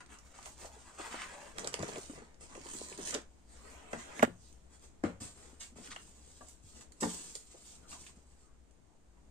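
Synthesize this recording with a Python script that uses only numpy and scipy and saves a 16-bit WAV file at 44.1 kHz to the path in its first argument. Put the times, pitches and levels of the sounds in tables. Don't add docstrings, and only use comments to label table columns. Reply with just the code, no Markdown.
import sys
import numpy as np
from scipy import signal
from scipy.fft import rfft, irfft
from scipy.io import wavfile
from scipy.ndimage import uniform_filter1d, map_coordinates

SR = 44100
rng = np.random.default_rng(int(sys.argv[2]) if len(sys.argv) > 2 else 0)


def wrap_up_sound(samples):
    columns = np.atleast_2d(samples).T
    tamed = np.clip(columns, -1, 1)
    steps = np.round(tamed * 32767).astype(np.int16)
    wavfile.write(sys.argv[1], SR, steps)


N = 410130
TIME = np.arange(N) / SR

# start_s, attack_s, hold_s, release_s, level_db, pressure_db
BOOK_STROKES = [(0.003, 0.0036, 0.0026, 0.0062, -54, 4.5), (.08, 0.037, 0.017, 0.04, -55.5, 2),
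                (.22, 0.035, 0.095, 0.04, -63.5, -2), (.335, 0.012, 0.097, 0.032, -58, -3),
                (.44, 0.0053, 0.0091, 0.065, -52.5, -16), (.55, 0.08, 0.03, 0.019, -50.5, -6),
                (.70, 0.021, 0.26, 0.053, -60, -4.5), (.97, 0.032, 0.11, .05, -49.5, 2),
                (1.11, 0.024, 0.031, 0.033, -49, 2.5), (1.18, 0.025, 0.012, 0.055, -47, 3),
                (1.28, 0.046, 0.13, 0.083, -56, 1.5)]
PACKET_STROKES = [(1.545, 0.044, 0.094, 0.013, -53, 2), (1.715, 0.023, 0.012, 0.068, -54.5, 3.5),
                  (1.785, 0.0059, 0.19, 0.0079, -51.5, 1), (1.86, 0.021, 0.098, 0.013, -49.5, -16),
                  (1.98, 0.044, 0.12, 0.036, -51.5, -10), (2.15, 0.0068, 0.02, 0.08, -60, 5),
                  (2.398, 0.02, 0.0092, 0.034, -51.5, -6.5), (2.46, 0.11, 0.088, 0.12, -55.5, -1.5),
                  (2.6, 0.096, 0.11, 0.041, -48, -21), (2.72, 0.039, 0.089, 0.023, -48.5, -10),
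                  (2.85, 0.028, 0.036, 0.068, -49, -9.5), (2.972, 0.0067, 0.04, 0.027, -46, -5.5),
                  (3.03, 0.04, 0.04, 0.012, -38.5, -13.5), (3.12, 0.013, 0.0086, 0.026, -47.5, 5.5)]
NOTE_STROKES = [(3.25, 0.057, 0.17, .1, -78, -6), (3.45, 0.14, 0.027, 0.14, -61, -6),
                (3.63, 0.017, 0.25, 0.065, -66.5, 7), (3.68, 0.024, 0.027, 0.031, -60, -17),
                (3.9, 0.016, .21, 0.042, -59.5, 3.5), (3.975, 0.018, .015, 0.012, -49.5, -9),
                (4.13, 0.054, .03, 0.039, -53, 1.5), (4.28, .03, 0.25, .1, -72.5, -10),
                (4.38, 0.043, 0.071, 0.019, -64.5, -20.5)]
SHEET_STROKES = [(4.69, .055, 0.0045, 0.017, -63, -5), (4.8, 0.039, 0.01, 0.024, -59, -8.5),
                 (5.03, 0.019, 0.009, 0.043, -59.5, 11.5), (5.2, 0.0096, 0.015, 0.055, -44.5, -10.5),
                 (5.34, 0.069, 0.016, 0.14, -59, -3.5), (5.594, 0.016, 0.025, 0.024, -47.5, -23),
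                 (5.75, 0.022, 0.02, 0.029, -56, -2.5), (5.81, 0.02, 0.047, 0.14, -56.5, -8.5),
                 (5.89, 0.024, 0.019, 0.0089, -59, -13), (5.98, 0.035, 0.27, 0.029, -62, -11.5),
                 (6.27, 0.04, 0.2, 0.055, -61.5, -13), (6.61, 0.059, 0.055, 0.049, -60, -18.5),
                 (6.72, 0.039, 0.063, 0.013, -56.5, -8), (6.95, 0.039, 0.013, 0.0091, -65, -12),
                 (7.003, 0.0009, 0.14, 0.15, -43.5, -14), (7.45, 0.16, 0.14, 0.044, -59, -12.5),
                 (7.64, 0.044, 0.015, 0.05, -55.5, -23), (7.76, 0.045, 0.067, 0.051, -68, -3.5),
                 (7.87, 0.042, 0.03, 0.025, -49, -15), (7.96, 0.017, 0.12, 0.013, -57, -15.5),
                 (8.14, 0.03, .01, 0.064, -66.5, -8.5), (8.24, 0.072, 0.11, 0.068, -70.5, -8)]
def handling():
    return [
        rustle(BOOK_STROKES, slips_per_s=2500, spread_db=3.5, jerk_db=1.5, bend_db=-0.8, flex_hz=590,
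               flex_share=0.36, mix_db=(-8.5, -5, -4, -11), lag=-1.2, room_db=4.5),
        rustle(PACKET_STROKES, slips_per_s=450, spread_db=2.5, jerk_db=0.56, bend_db=2, flex_hz=390,
               flex_share=1, mix_db=(-3, -6, -5, -18), lag=9.4, room_db=4.5),
        rustle(NOTE_STROKES, slips_per_s=12000, spread_db=2, jerk_db=0, bend_db=-2.5, flex_hz=457,
               flex_share=0.68, mix_db=(-6.5, -7.5, -7, -13.5), lag=15, room_db=9.5),
        rustle(SHEET_STROKES, slips_per_s=2800, spread_db=3, jerk_db=1.5, bend_db=0.5, flex_hz=357,
               flex_share=1, mix_db=(-2.5, -7, -3, -13), lag=-3.5, room_db=5)]


# multiple_of_flex_hz, gain_db
FLEX_EQ = [(0.141, -27.5), (0.352, -3), (0.598, -2), (0.999, -1), (1.401, -1.5), (2, -8.5), (3.5, -17),
           (9, -57.5)]
# freq_hz, gain_db
RASP_EQ = [(300, -36.5), (650, -6.5), (1000, 3.5), (1600, 3.5), (2700, 1.5), (3800, -3.5), (6000, -13.5),
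           (14000, -66.5)]
HISS_EQ = [(900, -56.5), (2500, 0), (4000, 9), (6000, 8), (8500, 8), (11000, -4.5), (14500, -1)]
CRINKLE_EQ = [(3000, -13), (8500, -10), (11000, 1.5), (15000, -1), (18000, -22)]
def rustle(table, slips_per_s, spread_db, jerk_db, bend_db, flex_hz, flex_share, mix_db, lag, room_db):
    flex_db, rasp_db, hiss_db, crinkle_db = mix_db
    moving = (TIME >= np.floor(table[0][0])) & (TIME < np.ceil(table[-1][0]))
    size = moving.sum()
    shake_db = jerk_db * walk(90)[moving]
    slips = grains(size, slips_per_s, spread_db, smooth=0.4)
    flex_eq = [(multiple * flex_hz, db) for multiple, db in FLEX_EQ]
    rub = 0
    for eq, share, db in (flex_eq, flex_share, flex_db), (RASP_EQ, 1, rasp_db), (HISS_EQ, 0, hiss_db):
        friction = slips + grains(size, slips_per_s, spread_db, smooth=0.2)
        rub += unit(colour(friction, eq)) * strokes(table, share)[moving] * undb(db + shake_db)
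    crinkles = colour(grains(size, per_s=240, spread_db=spread_db, smooth=0), CRINKLE_EQ)
    rub += unit(crinkles) * strokes(table, 0)[moving] * undb(crinkle_db)
    sound = np.zeros(N)
    sound[moving] = bend(rub, bend_db)
    return pan(sound, lag), sound * undb(room_db)


def strokes(table, pressure_share):
    power = np.zeros(N)
    for start, attack, hold, release, db, pressure_db in table:
        t = TIME[:int((attack + hold + 6 * release) * SR)]
        swell = np.sin(np.pi / 2 * np.minimum(t / attack, 1))
        fade = np.exp(-np.maximum(t - attack - hold, 0) / release)
        add(power, start, (swell * fade * undb(db + pressure_share * pressure_db)) ** 2)
    return np.sqrt(power)


def grains(size, per_s, spread_db, smooth):
    strengths = undb(spread_db * np.minimum(rng.exponential(size=size), 5))
    clicks = (rng.random(size) < per_s / SR) * strengths * rng.choice([-1, 1], size)
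    return unit(unit(clicks) + smooth * rng.standard_normal(size))


def bend(x, depth_db):
    hz, _, frames = signal.stft(x, SR, nperseg=512)
    third_octave = 3 * np.log2(1 + hz / 200)
    moment = np.arange(frames.shape[1]) / 9
    grid = np.meshgrid(third_octave, moment, indexing="ij")
    drift = map_coordinates(rng.standard_normal((24, 512)), grid, mode="mirror")
    return signal.istft(frames * undb(depth_db * drift), SR, nperseg=512)[1][:len(x)]


# start_s, level_db, pitch_hz, decay_s
SNAPS = [(0.0614, -52, 4000, .002), (0.187, -47, 6000, 0.0033), (.35, -57, 5000, 0.007),
         (.4275, -47, 5000, .005), (0.3889, -53, 1400, 0.0013), (0.458, -40, 2900, 0.0024),
         (0.462, -45, 12500, 0.035), (.6, -48, 12500, .04), (0.9965, -50, 1800, .002),
         (1.1444, -44, 1600, 0.00078), (3.931, -35, 1720, 0.003), (3.9325, -52, 7540, 0.002),
         (4.527, -55, 7100, 0.0019), (4.7955, -57, 6970, 0.0018), (5.038, -32.5, 1180, 0.0051),
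         (5.608, -45, 2820, 0.028), (5.874, -43, 1700, 0.003), (5.9615, -39, 2470, 0.0025),
         (6.485, -45.5, 12000, 0.022), (6.81, -46.5, 4900, 0.0058), (6.9206, -48, 6600, 0.0027),
         (7.009, -34.5, 7700, 0.035), (7.0304, -29.5, 1720, 0.00098), (7.0348, -51, 1700, 0.0015),
         (7.353, -31.5, 6800, 0.006), (7.927, -46.5, 890, 0.0053), (8.0656, -44.5, 3990, 0.011),
         (8.71, -63, 6120, 0.0036), (9.172, -68, 2015, 0.0063)]
PACKET_CRACKLES = [(1.583, -32, 4300, 0.0033), (1.585, -30, 1770, 0.001), (1.5944, -34.5, 6370, 0.0045),
                   (1.645, -31, 4210, 0.0049), (1.6734, -25.5, 5840, 0.0021), (1.676, -43, 1490, 0.0022),
                   (1.6835, -52, 5000, .001), (1.731, -40, 7000, 0.01), (1.741, -23.5, 4180, 0.00062),
                   (1.7418, -29, 5950, .0016), (1.7935, -36.5, 4230, 0.0034), (1.8268, -33, 4000, 0.0043),
                   (1.831, -36, 1440, 0.003), (1.86, -49, 13000, .06), (1.886, -40, 4500, 0.0024),
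                   (1.893, -40, 4000, .003), (1.903, -44, 5000, .003), (1.959, -39, 2370, 0.0027),
                   (1.985, -48, 13100, .05), (2.098, -47.5, 1300, 0.0021), (2.2, -53, 2180, 0.0022),
                   (2.3445, -56, 4500, 0.0022), (2.552, -43, 2330, 0.0018), (2.614, -45, 4970, 0.0033),
                   (2.666, -44, 3000, 0.0031), (2.73, -43, 12500, .06), (2.763, -42, 6500, 0.0023),
                   (2.787, -38, 4200, 0.00084), (2.8156, -51, 1100, 0.0015), (2.8856, -43, 7060, 0.0038),
                   (2.899, -42, 7000, 0.0047), (2.926, -40.5, 2240, 0.001), (2.9766, -43, 6500, 0.0039),
                   (3.031, -40, 6500, 0.0032), (3.094, -40, 7000, .003), (3.108, -31.5, 7600, 0.0016),
                   (3.136, -44, 6000, 0.0057), (3.1423, -27.5, 5360, 0.0072), (3.1486, -26.5, 3850, 0.0022),
                   (3.217, -51, 6000, 0.0017)]
PEN_CLACKS = [(4.1945, -30.5, 2200, 0.0061), (4.2245, -28.5, 1950, 0.0037), (4.2252, -28.5, 2853, 0.0096),
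              (4.2285, -23.5, 13000, 0.003), (4.2272, -21.5, 1500, 0.0032), (4.2285, -35, 8000, 0.0068),
              (4.2285, -29, 3706, 0.0087), (4.2365, -32.5, 13000, 0.0037), (4.2345, -28, 1550, .003),
              (4.241, -32.5, 1900, .002), (4.2495, -32.5, 2110, 0.0016)]
def snaps(table, lag, room_db, q, tail, tick):
    sound, t = np.zeros(N), TIME[:SR // 16]
    for start, db, hz, decay in table:
        chatter = rng.standard_normal(len(t)) * (np.exp(-t / 0.00041) + tail * np.exp(-t / decay))
        snap = band(chatter, hz, q) + tick * band(chatter, hz=9300, q=0.57)
        add(sound, start, undb(db) * crest(snap))
    return pan(sound, lag), sound * undb(room_db)


# start_s, level_db, contact_hz, contact_q, ring_time_factor, left_lag_samples, room_db
DESK_KNOCKS = [(3.9322, -32, 376, 0.62, 0.64, 4.5, -1), (4.1935, -35.5, 272, 0.22, 1.2, 3, -19),
               (4.2278, -10.5, 595, 1.05, 0.55, 9, -46), (4.2325, -13.5, 570, 1.3, 0.36, 10.5, -34),
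               (4.2415, -20.5, 480, 0.75, 0.2, 23, -28), (4.2485, -32, 1010, 1.5, 0.2, 23, -19),
               (4.275, -36, 375, 4.8, 0.44, 5, -3.5), (4.297, -47.5, 181, 7.5, 0.66, -3, -9),
               (5.0372, -21.5, 321, 11, 0.34, -2, -9.5), (5.05, -28.5, 294, 0.85, 0.18, 4, 0.5),
               (5.073, -39, 178, 2.2, 1.1, 7, -10), (5.085, -52, 530, 16, 3.5, 6, -12),
               (5.216, -42, 268, 6.4, 0.19, 11, -1), (5.21, -46, 95, 1.8, 0.11, 4, -8),
               (5.252, -52, 91, 2, 0.34, 13, -2), (5.784, -48.5, 440, 2.9, 0.91, 7, -11),
               (5.796, -49.5, 240, 1.7, 0.55, 7, -4), (6.408, -46, 755, 1.3, 0.64, 5, 3.5)]
SHEET_LANDINGS = [(7.023, -27.5, 245, 2, 0.63, 4, -12), (7.0295, -32, 500, 2.7, 0.77, 13, -24),
                  (7.0325, -27.5, 830, 2.5, 0.48, 13, -4), (7.04, -34, 290, 4.7, 0.8, 9, -16),
                  (7.0615, -39.5, 193, 1.9, 0.7, 4, -12), (7.05, -41, 98, 2.6, 0.44, 5, -11)]
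# pitch_hz, gain_db, t60_s (before ring_time_factor)
DESK_MODES = [(102, -15.5, 0.67), (127, -23, 0.6), (175, -8, 0.18), (245, 3.5, 0.1), (325, -8, 0.087),
              (482, -9.5, 0.099), (544, -4.5, 0.11), (607, 6, 0.044), (693, 4.5, 0.039), (1016, 4, 0.02),
              (1140, -2, 0.058), (1390, -5, 0.073), (1500, -0.5, 0.017), (1615, -0.5, .05),
              (1900, -4.5, 0.04), (2820, 1, 0.035)]
WORKBOOK_MODES = [(97.5, -0.5, 0.092), (175.5, -4, 0.62), (227, 6.5, 0.14), (295, 5, 0.16), (417, 9, 0.13),
                  (444.6, 5, 0.34), (516, 14, 0.1), (702, 3.5, 0.086), (897, 14.5, 0.035), (1160, 2, .08),
                  (1810, 17, 0.04)]
def knocks(blows, body, clatter):
    direct, send, t = np.zeros((2, N)), np.zeros(N), TIME[:SR // 4]
    hz, mode_db, t60 = np.transpose(body)[:, :, None]
    onset = 1 - np.exp(-t / 0.002)
    for start, db, contact_hz, q, ring, lag, room_db in blows:
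        detune = 1 + 0.0077 * rng.standard_normal(hz.shape)
        fade = undb(-60 * t / (t60 * ring))
        modes = np.sum(undb(mode_db) * fade * np.sin(2 * np.pi * hz * detune * t), axis=0)
        weak_modes = band(rng.standard_normal(len(t)), hz=1400, q=0.42) * np.exp(-t / (0.016 * ring))
        blow = band((modes + clatter * weak_modes) * onset, contact_hz, q)
        radiated = rolloff(blow, contact_hz / 5, "high", order=2)
        hit = undb(db) * crest(radiated)
        add(direct, start, pan(hit, lag))
        add(send, start, hit * undb(room_db))
    return direct, send


# start_s, level_db, pitch_hz, shudder_s
SOFT_THUDS = [(0.388, -47.5, 840, 0.0052), (0.463, -45, 774, 0.017), (0.647, -41.5, 590, 0.0087),
              (0.765, -49.5, 426, 0.01), (0.996, -41, 700, 0.006), (0.997, -41, 322, 0.012),
              (1.142, -37, 690, 0.0044), (1.142, -36, 350, .004), (1.586, -40.5, 392, 0.0058),
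              (1.636, -43, 510, .006), (1.647, -35.5, 480, 0.01), (1.673, -39, 493, 0.0045),
              (1.741, -34, 500, 0.0045), (1.79, -37, 416, .008), (1.805, -45, 517, .006),
              (1.801, -37.5, 135, 0.0047), (1.829, -29, 467, 0.0079), (1.825, -39, 117, 0.0074),
              (1.888, -35.5, 480, 0.0074), (1.961, -39, 477, .005), (1.972, -37, 384, 0.01),
              (2.097, -38.5, 275, 0.015), (2.134, -45, 420, 0.006), (2.178, -45, 443, 0.015),
              (2.219, -46.5, 497, 0.009), (2.553, -42.5, 445, 0.0081), (2.577, -40.5, 425, 0.0044),
              (2.66, -43, 403, 0.0098), (2.75, -44, 243, 0.0046), (2.815, -34.5, 443, 0.0022),
              (2.915, -44.5, 446, 0.021), (2.988, -37, 338, 0.012), (3.146, -31.5, 407, 0.014),
              (3.157, -48, 233, 0.011), (3.183, -41, 262, 0.0067), (5.53, -50, 285, 0.0081),
              (5.721, -54, 240, 0.031), (5.759, -52, 330, 0.0081), (5.819, -55, 220, 0.007),
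              (5.885, -50, 284, 0.0073), (5.964, -44.5, 640, 0.0034), (6.64, -51, 83, .02),
              (7.355, -47.5, 400, .01), (7.543, -50, 480, 0.014), (8.169, -54, 195, 0.012)]
def thuds(lag, room_db, q, judder):
    sound, t = np.zeros(N), TIME[:SR // 8]
    for start, db, hz, decay in SOFT_THUDS:
        push = signal.unit_impulse(len(t)) + judder * rng.standard_normal(len(t)) * np.exp(-t / decay)
        thud = band(band(push, hz, q), hz, q / 2)
        add(sound, start, undb(db) * crest(thud))
    return pan(sound, lag), sound * undb(room_db)


# start_s, length_s, level_db, pitch_hz, resonance_q
EDGE_SCRAPES = [(0.601, 0.11, -61.5, 604, 3.6), (0.66, 0.16, -70, 890, 5.5),
                (0.865, 0.06, -64.5, 1080, 1.7), (1.035, 0.052, -53.5, 746, 1.5),
                (1.158, 0.095, -46, 2270, 0.99), (1.272, 0.19, -58, 573, 6.2), (1.299, .19, -62, 790, 4.4),
                (1.431, 0.074, -58.5, 577, 13), (2.222, 0.061, -74.5, 940, 36),
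                (2.833, 0.025, -59, 4200, 6.2), (5.834, 0.042, -53, 4270, 1),
                (5.902, 0.03, -56.5, 1920, 17), (5.903, 0.032, -45.5, 3320, 1.1),
                (5.905, 0.034, -59, 1150, 1.8), (5.958, 0.0084, -43, 2860, 10),
                (7.823, 0.062, -71, 1320, 6), (7.912, 0.026, -56, 2730, 3.1),
                (7.916, 0.063, -65.5, 1020, 3.9), (8.035, 0.01, -63, 2500, 1.6),
                (8.062, 0.012, -54.5, 3000, 2.1), (8.09, 0.016, -72, 1050, 5.2),
                (8.41, 0.16, -82, 1180, 3.2), (8.886, .085, -79, 777, 4), (9.155, 0.038, -77, 1015, 6.3)]
def scrapes(lag, room_db, slips_per_s, spread_db, skirt):
    sound, t = np.zeros(N), TIME[:SR // 3]
    for start, length, db, hz, q in EDGE_SCRAPES:
        swell = np.sqrt(np.maximum(np.sin(np.pi * np.minimum(t / length, 1)), 0))
        friction = grains(len(t), slips_per_s, spread_db, smooth=0.31) * swell
        ring = band(band(friction, hz, q), hz, q * skirt)
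        stroke_rms = np.sqrt(np.sum(ring ** 2) / (length * SR))
        add(sound, start, undb(db) * ring / stroke_rms)
    return pan(sound, lag), sound * undb(room_db)


def room(send):
    shares = np.array([walk(16) for _ in range(4)])
    shares /= np.sqrt(np.sum(shares ** 2, axis=0))
    return sum(signal.oaconvolve((send * share)[None], reflections(), axes=1)[:, :N] for share in shares)


def reflections(bass_t60_s=0.24, treble_t60_s=0.19):
    t = TIME[:SR // 3]
    mid, side = rng.standard_normal((2, len(t)))
    side = rolloff(side, 600, "high")
    field = np.array([mid + side, mid - side])
    bass = rolloff(field, 1500, "low")
    tail = bass * undb(-60 * t / bass_t60_s) + (field - bass) * undb(-60 * t / treble_t60_s)
    early_boost = 1 + 9.6 * np.exp(-t / 0.0008)
    response = tail * early_boost * (t > 0.001)
    return response / np.sqrt(np.sum(response ** 2) / 2)


# freq_hz, gain_db
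ROOM_TONE_EQ = [(20, 8), (32, -15.5), (50, 4), (63, 12), (85, -3.5), (130, -4.5), (280, -4), (450, -8.5),
                (750, -14.5), (1100, -22), (2000, -24), (4000, -22), (8000, -26.5), (15000, -29)]
def room_tone(level_db=-62):
    mid, side = (colour(rng.standard_normal(N), ROOM_TONE_EQ) for _ in range(2))
    side -= 0.65 * rolloff(side, 453, "low")
    return np.array([mid + side, mid - side]) / np.std(mid) * undb(level_db + walk(3.2))


def pan(x, lag):
    tilt = undb(0.4333 * lag / 2)
    return np.array([np.roll(x, round(lag)) / tilt, x * tilt])


def undb(db):
    return 10 ** (np.asarray(db) / 20)


def unit(x):
    return x / np.sqrt(np.mean(x ** 2))


def crest(x):
    return x / np.sqrt(uniform_filter1d(x ** 2, 88).max())


def colour(x, points, size=4096):
    hz, db = np.transpose(points)
    grid = np.maximum(np.fft.rfftfreq(size, 1 / SR), 1)
    gain = undb(np.interp(np.log(grid), np.log(hz), db))
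    cepstrum = irfft(np.log(gain))
    cepstrum[1:size // 2] *= 2
    cepstrum[size // 2 + 1:] = 0
    return signal.fftconvolve(x, irfft(np.exp(rfft(cepstrum))))[:len(x)]


def band(x, hz, q):
    hz = min(hz, SR / 3)
    return signal.lfilter(*signal.iirpeak(hz, max(q, hz / (SR / 4)), fs=SR), x)


def rolloff(x, hz, kind, order=1):
    return signal.sosfilt(signal.butter(order, hz, kind, fs=SR, output="sos"), x)


def add(track, start_s, sound):
    i = int(start_s * SR)
    track[..., i:i + sound.shape[-1]] += sound[..., :N - i]


def walk(turns_per_s):
    knots = rng.standard_normal(4096)
    return 1.4 * np.interp(TIME * turns_per_s, np.arange(len(knots)), knots)


def scene():
    layers = [
        *handling(),
        snaps(SNAPS, lag=12, room_db=3, q=1.1, tail=0.32, tick=0.0081),
        snaps(PACKET_CRACKLES, lag=12, room_db=-2, q=2.7, tail=0.34, tick=0.03),
        snaps(PEN_CLACKS, lag=17, room_db=-12, q=5.2, tail=1, tick=0.02),
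        thuds(lag=7.8, room_db=-25, q=2.14, judder=0.15),
        scrapes(lag=-1.8, room_db=-1.5, slips_per_s=1200, spread_db=3, skirt=0.47),
        knocks(DESK_KNOCKS, DESK_MODES, clatter=0.86),
        knocks(SHEET_LANDINGS, WORKBOOK_MODES, clatter=1)]
    direct, send = (sum(bus) for bus in zip(*layers))
    return direct + room(send) + room_tone()


# freq_hz, gain_db
LEFT_PORT_EQ = [(60, 4), (500, -1), (1000, 3), (2000, -2), (4000, -10), (5500, -9), (6900, -5.5),
                (7700, -0.5), (8500, 2.5), (9300, -0.5), (10200, -21), (12000, -14), (15000, -21)]
RIGHT_PORT_EQ = [(60, 0), (500, -6), (1000, 0.5), (2000, -1), (4000, -7.5), (5500, -4.5), (6900, 3),
                 (7700, 2), (8500, -4.5), (9300, -7.5), (10200, -10.5), (12000, -16.5), (15000, -18.5)]
def record(dry):
    heard = np.array([colour(dry[0], LEFT_PORT_EQ), colour(dry[1], RIGHT_PORT_EQ)])
    return signal.sosfilt(signal.ellip(8, 0.2, 70, 15200, fs=SR, output="sos"), heard)


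dry = scene()
out = record(dry)
wrap_up_sound(out)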